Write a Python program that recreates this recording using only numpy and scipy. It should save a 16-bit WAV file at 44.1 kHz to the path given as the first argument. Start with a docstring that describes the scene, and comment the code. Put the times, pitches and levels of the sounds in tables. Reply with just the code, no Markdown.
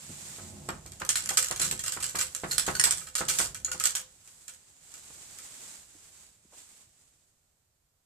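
"""Cloth rustles and thumps softly close to a phone, and a hand drags on and bumps a hollow door.
A dangling string of beads is flicked against the door in a small hard-walled room: each impact
excites the brief, high modes of the beads and the longer, lower modes of the panel. The beads click,
tumble and slide, then hang nearly still while friction makes the cloth hiss as the phone moves away."""
import sys
import numpy as np
from scipy import signal
from scipy.fft import rfft, irfft
from scipy.io import wavfile

SR = 44100
rng = np.random.default_rng(int(sys.argv[2]) if len(sys.argv) > 2 else 0)


def write(x):
    x = np.atleast_2d(x).T
    wavfile.write(sys.argv[1], SR, np.round(np.clip(x, -1, 1) * 32767).astype(np.int16))


N = 355005

# soft bumps of the hand on the door: t/s, thud level/dB, rattle level/dB
DOOR_BUMPS = [(.385, -20.5, -22), (.688, -7, -3.5), (.858, -24, -31), (1.014, -14, -3.5), (1.307, -16, -8),
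              (1.508, -13, -5), (1.601, -13.5, -18.5), (1.725, -15.5, -27), (1.967, -16, -8.5),
              (2.148, -13, -5.5), (2.436, -5, -5), (2.6802, -2, 1), (2.862, -15, -4), (3.208, -7, -2),
              (3.397, -9.5, -1.5), (3.745, -17.5, -17)]
# spectrum of the rumble of fingers and door leaf: f/Hz, level/dB
RUMBLE_SPECTRUM = [(20, -20), (45, 0), (80, 2), (170, -5), (300, -15.5), (750, -18), (1500, -40),
                   (5000, -71)]


def undb(db):
    """Amplitude grows tenfold for every 20 dB."""
    return 10 ** (np.asarray(db) / 20)


def unit(x):
    """Normalisation: the energy of each channel becomes one."""
    return x / np.sqrt(np.sum(x ** 2, axis=-1, keepdims=True) + 1e-18)


def clock(seconds):
    """Uniform sampling: the sample times, t/s."""
    return np.arange(int(seconds * SR)) / SR


def curve(rows):
    """Linear interpolation between (t/s, value) rows."""
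    return np.interp(np.arange(N) / SR, *np.transpose(rows))


def add(track, s, x):
    """Superposition: x joins the track at s seconds."""
    i = int(s * SR)
    track[..., i:i + x.shape[-1]] += x[..., :max(N - i, 0)]


def convolve(x, response):
    """A linear system convolves its input with its impulse response."""
    x, response = np.atleast_2d(x, response)
    return signal.oaconvolve(x.astype("float32"), response.astype("float32"), axes=-1)[:, :N]


def edge(x, hz, kind, order=2):
    """Maximally flat low-, high- or band-pass filtering."""
    return signal.lfilter(*signal.butter(order, hz, kind, fs=SR), x + 1e-18)


def colour(x, points, size=4096):
    """Minimum-phase filtering through (f/Hz, level/dB) points, by folding the cepstrum."""
    hz, db = np.transpose(points)
    f = np.maximum(np.arange(size // 2 + 1) * SR / size, 1)
    gain = undb(np.interp(np.log(f), np.log(hz), db))
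    cepstrum = irfft(np.log(gain))
    cepstrum[1:size // 2] *= 2
    cepstrum[size // 2 + 1:] = 0
    return convolve(x, irfft(np.exp(rfft(cepstrum))))


def noise(points, apart_hz):
    """Stereo noise of rms one, coherent between the channels well below apart_hz."""
    mid, side = rng.standard_normal((2, N), dtype="float32")
    side = edge(side, apart_hz, "highpass", order=1)
    x = colour(np.array([mid + side, mid - side]), points)
    return x / x.std()


def damping(t, t60):
    """Exponential decay: the level falls 60 dB in t60 seconds."""
    return np.exp(-np.log(1000) * t / t60)


def cloth(flicker_db=1, grain_db=2.2):
    """Stick-slip friction: fibres catch and let go in a fine-grained hiss."""
    # first rub, faint steady hiss under the clatter of the beads, later rubs: t/s, level/dB
    first_rub = [(0.0, -51.5), (0.292, -45.5), (0.608, -56), (0.66, -56)]
    faint_hiss = [(.8, -60), (4.1, -62.5)]
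    later_rubs = [
        [(4.58, -63), (4.768, -62), (4.968, -54.5), (5.738, -49), (5.866, -59.5), (6.234, -57), (6.312, -64.5),
         (6.42, -69.5)],
        [(6.5, -66), (6.59, -52), (6.65, -59), (6.832, -60), (6.892, -69.5), (6.996, -66.5), (7.734, -87.5),
         (8.05, -98)],
    ]
    # spectrum of the hiss: f/Hz, level/dB
    spectrum = [(60, -10.5), (150, 4.5), (450, 0.5), (1200, 0), (2500, 1), (5000, -3.5), (8000, -1.5),
                (14000, -2)]
    knots = np.linspace(0, N, 400)
    flicker = np.interp(np.arange(N), knots, rng.standard_normal(len(knots)))
    grain = undb(grain_db * rng.exponential(size=N))
    grain /= np.sqrt(np.mean(grain ** 2))
    level_db = curve(np.vstack([first_rub, faint_hiss, *later_rubs])) + flicker_db * flicker
    return noise(spectrum, apart_hz=700) * grain * undb(level_db)


def grip(gain_db=2):
    """Structure-borne sound: fingers shifting on the case rumble in both microphone ports."""
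    # course of the rumble: t/s, relative level/dB
    shifts = [(0.0, -71.5), (0.76, -58), (1.55, -63), (1.73, -58), (2.44, -65), (2.64, -52.5),
              (3.11, -65.5), (3.47, -57), (3.76, -61), (4.08, -71.5), (4.69, -76), (5.11, -70),
              (7.04, -78.5), (8.05, -88.5)]
    return noise(RUMBLE_SPECTRUM, apart_hz=650) * undb(curve(shifts) + gain_db)


def air(level_db=-73):
    """Ambient noise: still room air gives a steady, faint floor."""
    # spectrum of the air: f/Hz, relative level/dB
    spectrum = [(20, 3.5), (80, 6.5), (200, -7.5), (600, -8.5), (1500, -13), (4000, -18), (8000, -22),
                (14000, -9.5)]
    return undb(level_db) * noise(spectrum, apart_hz=400)


def drag(gain_db=-1):
    """Forced vibration: skin rubbing on the panel keeps its low modes murmuring."""
    # drags of the hand: t/s, duration/s, relative level/dB
    drags = [(0, .35, -56), (.39, .36, -47), (.86, .06, -53), (1.2, .08, -50.5), (1.6, .15, -48)]
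    # spectrum of the friction force: f/Hz, level/dB
    spectrum = [(40, -12.5), (98, 4.5), (160, -5), (270, 0), (420, -18), (750, -6), (1200, -32.5),
                (4000, -59.5)]
    murmur = door(noise(spectrum, apart_hz=900))
    return murmur / murmur.std() * undb(gain_db) * strokes(drags)


def strokes(rows, attack_s=.047, release_s=.035):
    """Friction envelope: each stroke rises linearly, holds and decays exponentially."""
    out, t = np.zeros(N), np.arange(N) / SR
    for s, length, db in rows:
        rise = np.clip((t - s) / attack_s, 0, 1)
        fall = np.exp(-np.clip((t - s - length) / release_s, 0, 20))
        out += undb(db) * rise * fall
    return out


def door(force):
    """Modal response: a force sets the panel ringing as a sum of damped sinusoids."""
    # panel modes: f/Hz, level/dB, t60/s
    modes = [(61.6, -24, 0.45), (95.6, -16.5, 0.31), (140.7, -15.5, 0.67), (160.6, -10.5, 0.58),
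             (203, -12.5, 0.26), (250, -12, 0.075), (332, -8.5, 0.092), (364.7, -6.5, 0.18),
             (514.6, -15.5, 0.39), (648, -6.5, 0.058), (837, -8.5, 0.069), (975, -5.5, 0.028),
             (1082, -4.5, 0.15), (1283, 1.5, 0.17), (1400, 1, 0.015), (1503, 1, 0.076), (1678, -0.5, 0.043),
             (1865, 0, 0.033), (2047, -2.5, 0.092), (2356, 1.5, 0.076), (2775, -0.5, 0.063),
             (3250, 2, 0.049), (4220, 2, 0.039)]
    t = clock(.5)
    ring = sum((-1) ** k * undb(db) * np.sin(2 * np.pi * hz * t) * damping(t, t60)
               for k, (hz, db, t60) in enumerate(modes))
    return convolve(force, unit(ring))


def thumps(gain_db=-1):
    """Direct sound: fingers and cloth thump too close to the phone for the room to answer."""
    # muffled contacts: t/s, relative level/dB, band centre f/Hz, rise time/s
    touches = [(0.089, -13.5, 154, 0.012), (5.098, -30.5, 220, 0.0036), (5.101, -30.5, 980, 0.0024),
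               (5.945, -31, 210, 0.0075), (6.448, -34, 240, 0.0028), (6.521, -29, 700, 0.0097),
               (6.865, -36, 110, 0.0086)]
    out, t = np.zeros(N), clock(.12)
    for s, db, hz, rise_s in touches:
        push = rng.standard_normal(len(t)) * t * np.exp(-t / rise_s)
        add(out, s, undb(db + gain_db) * unit(edge(push, [.52 * hz, 1.36 * hz], "bandpass")))
    return out


def bumps(thud_db=-3.5, body_db=-3, rattle_db=-2, rattle_lag_s=.003, contact_hz=660):
    """Soft impact: a low-passed pulse flexes the door, then the leaf rattles against its frame."""
    push, rattle, t = np.zeros(N), np.zeros((2, N)), clock(.03)
    impulse = 1. * (t == 0)
    pulse = unit(edge(edge(impulse, contact_hz, "lowpass"), 72, "highpass"))
    for s, push_db, frame_db in DOOR_BUMPS:
        add(push, s, undb(push_db) * pulse)
        chatter = edge(patter(.06, decay_s=.012, spread_db=3.5), [640, 1800], "bandpass")
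        add(rattle, s + rattle_lag_s, undb(frame_db + rattle_db) * unit(chatter))
    body = door(push)
    body *= push.std() / body.std()
    return room(undb(thud_db) * push + undb(body_db) * body + rattle, tail_db=-6, ceiling_db=-10)


def patter(seconds, decay_s, spread_db):
    """A decaying random impulse train: tiny pulses of unequal size, independent at each port."""
    t = clock(seconds)
    size = undb(spread_db * np.minimum(rng.exponential(size=len(t)), 6))
    return unit(rng.standard_normal((2, len(t))) * size * np.exp(-t / decay_s))


def sway(gain_db=-49, slope=.42, decay_s=.13):
    """Free decay: the door leaf shudders after each bump, a little more after a harder one."""
    envelope, t = np.zeros(N), clock(.47)
    for s, push_db, _ in DOOR_BUMPS:
        add(envelope, s, undb(gain_db + slope * push_db) * np.exp(-t / decay_s))
    return noise(RUMBLE_SPECTRUM, apart_hz=650) * envelope


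def room(x, tail_db, ceiling_db, ceiling_s=.0135, apart_hz=600):
    """Reverberation: direct sound, a ceiling reflection and a diffuse tail, longest in the bass."""
    # reverberation time: f/Hz, t60/s
    decay_times = [(100, 0.41), (500, 0.41), (1400, 0.26), (3700, 0.27), (9700, 0.19)]
    t = clock(.5)
    mid, side = rng.standard_normal((2, len(t)))
    side = edge(side, apart_hz, "highpass", order=1)
    spectrum = rfft(np.array([mid + side, mid - side]))
    log_f = np.log(np.maximum(np.linspace(0, SR / 2, spectrum.shape[1]), 1))
    hz, t60s = np.transpose(decay_times)
    bands = [np.interp(log_f, np.log(hz), peak) for peak in np.eye(len(hz))]
    tail = sum(irfft(spectrum * band, len(t)) * damping(t, t60) for band, t60 in zip(bands, t60s))
    response = undb(tail_db) * unit(tail * np.minimum(t / .0012, 1))
    add(response, ceiling_s, undb(ceiling_db) * patter(.01, decay_s=.0043, spread_db=7.5))
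    response[:, 0] += 1  # direct path
    return convolve(x, response)


def beads(click_db=-5, tumble_db=-14.5, rebound_db=-24, panel_db=-19, panel_slope=.75, lag_s=.002013):
    """Hard impact: a bead clicks, its neighbours tumble and the panel answers lag_s later."""
    # bead strikes: t/s, relative click level/dB, relative tumble level/dB
    strikes = [(0.689, -11.5, -21.5), (.862, -20.5, -14.5), (.92, -19.5, -19), (0.9989, -22, -6),
               (1.05, -11, -20), (1.091, 1.5, 11), (1.157, -2, 7.5), (1.179, -14, 1), (1.259, -8, -17.5),
               (1.29, -4, 8.5), (1.372, 1.5, 17), (1.426, -7, -4), (1.485, -9, -15.5), (1.511, -4, -4),
               (1.561, -10, -5), (1.596, -13, 9), (1.616, -5, 9.5), (1.647, -16.5, 5.5), (1.712, -2, 3),
               (1.793, -11, 0), (1.837, -16.5, 2), (1.861, -13, 4), (1.8813, -5, -13), (1.922, -9.5, 2.5),
               (2.004, -16, -2), (2.0254, -16.5, 6.5), (2.042, -6, -12), (2.095, -12, -20), (2.155, -8, 3),
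               (2.188, -15, 8.5), (2.212, -2, 6), (2.349, -7, -2), (2.515, -14, 7), (2.582, 4, 8.5),
               (2.665, -7, 4), (2.753, -6.5, -7.5), (2.797, 2.5, 2), (2.839, 3, 16.5), (2.909, 0.5, 9),
               (3.069, -23.5, -7), (3.153, -2.5, 7), (3.18, -11.5, 6.5), (3.283, -8.5, 12),
               (3.297, -1.5, 7), (3.3872, -0.5, 11.5), (3.41, -10.5, 7), (3.546, -13.5, -3.5),
               (3.649, -18, -2.5), (3.717, -8, 0.5), (3.7993, -4, 2), (3.839, -0.5, 5), (3.856, 2.5, 9),
               (3.952, -3.5, 7), (4.276, -26.5, -22), (4.48, -18.5, -6.5), (4.94, -20.5, -15.5),
               (5.387, -19, -15)]
    # coupling of the beads to the panel where they land: f/Hz, level/dB
    coupling = [(200, -23), (380, -13), (520, 2), (700, -7), (1075, -8.5), (1300, 1.5), (1900, 0.5),
                (2800, -2), (5000, 0)]
    # small hard beads radiate little bass: f/Hz, level/dB
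    radiation = [(150, -9), (800, -4), (1400, 9.5), (2400, 3.5), (3500, 1), (7500, -1.5), (14000, 2.5)]
    clicks, taps = np.zeros((2, N)), np.zeros(N)
    for (s, hit_db, follow_db), click in zip(strikes, contacts(len(strikes))):
        strength_db = max(hit_db, follow_db)
        # the hardest blows put a larger share of their energy into the first click
        boost_db = np.interp(hit_db, [-4, 3], [0, 2.5])
        add(clicks, s, undb(hit_db + click_db + boost_db) * click)
        add(clicks, s + .0017, undb(follow_db + tumble_db) * tumble())
        add(clicks, s, undb(strength_db + rebound_db) * rebound())
        # every tap lands elsewhere on the panel and favours other modes
        tap = patter(.0087, decay_s=.0018, spread_db=2)[0]
        add(taps, s + lag_s, undb(panel_slope * strength_db + panel_db) * tap)
    clicks = colour(clicks + jiggle(), radiation)
    panel = door(colour(taps + soft_taps(), coupling))
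    return room(clicks + panel + clinks(), tail_db=-3, ceiling_db=-6)


def contacts(count, t60_s=.0078, scatter=.084, crack_db=-3, crack_s=.0026):
    """Impulse excitation: each of count collisions gives a tiny crack and a heavily damped ring."""
    # bead modes, detuned at every contact: f/Hz, level/dB
    modes = [(3100, -5), (4350, -6.5), (5600, -1.5), (7300, -0.5), (8600, 0.5), (11200, 1), (13400, -3.5)]
    t = clock(.006)
    hz, db = np.transpose(modes)
    hz = hz * np.exp(scatter * rng.standard_normal((count, len(hz))))
    sizes = undb(db) * rng.choice([-1, 1], (count, 2, len(db)))  # polarity at each port
    phase = (2 * np.pi * hz[..., None] * t).astype("float32")
    ring = sizes @ np.sin(phase) * damping(t, t60_s)
    crack = rng.standard_normal(ring.shape) * np.exp(-t / crack_s)
    return unit(unit(ring) + undb(crack_db) * unit(crack))


def tumble(decay_s=.018, spread_db=2, count=11):
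    """A collision chain: neighbouring beads meet in turn as their energy dies away."""
    out = np.zeros((2, int(.07 * SR)))
    lags = .055 * ((np.arange(count) + rng.random(count)) / count) ** 1.5
    sizes = undb(spread_db * rng.standard_normal(count)) * np.exp(-lags / decay_s)
    for lag, size, click in zip(lags, sizes, contacts(count)):
        add(out, lag, size * click)
    return unit(out)


def rebound(earliest_s=.025, latest_s=.075, count=2):
    """Rebound: the string swings back after a strike and ticks again."""
    out = np.zeros((2, int(.2 * SR)))
    for lag, click in zip(rng.uniform(earliest_s, latest_s, count), contacts(count)):
        add(out, lag, click)
    return unit(out)


def jiggle(start_s=1.0, end_s=2.15, tick_db=-14, spread_db=14, count=14):
    """Random collisions: single beads tick while the string swings."""
    out = np.zeros((2, N))
    for (place, weakness), click in zip(rng.random((count, 2)), contacts(count)):
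        add(out, start_s + place * (end_s - start_s), undb(tick_db - spread_db * weakness) * click)
    return out


def clinks(ring_db=-7, bounce_s=.0064, count=3):
    """Free vibration: a few beads of nearly equal size land in turn, each ringing in four partials."""
    # bouncing groups: t/s, lowest f/Hz, t60/s, relative pitch spread, level/dB of each partial
    groups = [(1.156, 1400, 0.012, 0.024, -6.5, -3.5, -14.5, -6.5),
              (1.617, 1435, .022, .04, -3, -0.5, -14.5, 2),
              (2.187, 1446, 0.016, 0.032, -6.5, -10.5, -13.5, -4.5),
              (2.512, 1470, .036, .012, -7, -2.5, -18, -8),
              (2.751, 1495, .034, .026, -2.5, -7.5, -21.5, -6.5), (2.7995, 1820, 0.04, 0.032, 5, -1, 0, -9),
              (3.647, 1398, .022, 0.0031, -24.5, -18.5, -4, -10),
              (3.716, 1430, 0.039, 0.018, -6.5, -23.5, -9, -9)]
    # inharmonic partials of a bead: f as a multiple of the lowest
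    ratios = [1, 2.93, 4.98, 7.7]
    out, t = np.zeros((2, N)), clock(.05)
    for s, hz, t60, spread, *levels in groups:
        group = np.zeros((2, int(.07 * SR)))
        for k, detune in enumerate(rng.standard_normal((count, len(ratios)))):
            pitches = hz * np.array(ratios) * (1 + spread * detune)
            partials = unit(np.sin(2 * np.pi * np.outer(pitches, t)) * damping(t, t60))
            sizes = undb(levels) * rng.choice([-1, 1], (2, len(levels)))
            lag = bounce_s * k * rng.uniform(.39, .87) / count
            add(group, lag, sizes @ partials / (1 + k))
        add(out, s, undb(ring_db) * np.linalg.norm(undb(levels)) * unit(group))
    return out


def slide(gain_db=-4, grain_db=3):
    """Sliding friction: beads passing over the paint give a grainy hiss."""
    # slides along the door: t/s, duration/s, relative level/dB
    slides = [(1.25, 0.42, -49), (1.82, 0.7, -49), (2.47, 0.56, -42), (3.3, 0.14, -34), (4.22, 0.32, -57.5)]
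    # spectrum of the hiss: f/Hz, level/dB
    spectrum = [(200, -9), (1400, 0), (3000, -5.5), (7000, -2.5), (11000, 3.5), (14000, -0.5)]
    grain = undb(grain_db * np.minimum(rng.exponential(size=N), 7))
    grain /= np.sqrt(np.mean(grain ** 2))
    return noise(spectrum, apart_hz=700) * grain * undb(gain_db) * strokes(slides)


def soft_taps(cutoff_hz=1900):
    """Contact time limits bandwidth: a slow bead stays longer on the panel and drives its lower modes."""
    # taps without a click: t/s, relative level/dB
    taps = [(1.865, -19), (3.012, -21), (3.071, -20), (3.295, -6.5), (3.678, -13), (3.803, -11),
            (3.99, -17)]
    force = np.zeros(N)
    for s, db in taps:
        add(force, s, undb(db) * patter(.0087, decay_s=.0021, spread_db=3)[0])
    return edge(force, cutoff_hz, "lowpass")


def scene():
    """Superposition of beads, door, handling noise and room air."""
    handling = cloth() + thumps() + grip()
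    return beads() + slide() + bumps() + sway() + drag() + handling + air()


def record(dry, top_hz=14500):
    """Port resonance: each microphone port lifts the treble at its own pitch; a low-pass cuts the top."""
    # response of the ports: f/Hz, left level/dB, right level/dB
    ports = [(2790, -1, 1), (4660, 4, 6), (5940, 6, 6.5), (6950, 11.5, 12), (7900, 9, 15.5),
             (8220, 4.5, 13), (8970, 2, 9), (10130, -2, 3.5), (11100, -5.5, 0.9), (14100, -9, -3.5)]
    wet = np.vstack([colour(dry[c], np.array(ports)[:, [0, c + 1]]) for c in range(2)])
    return signal.sosfilt(signal.ellip(8, .2, 70, top_hz, fs=SR, output="sos"), wet)


dry = scene()
out = record(dry)
write(out)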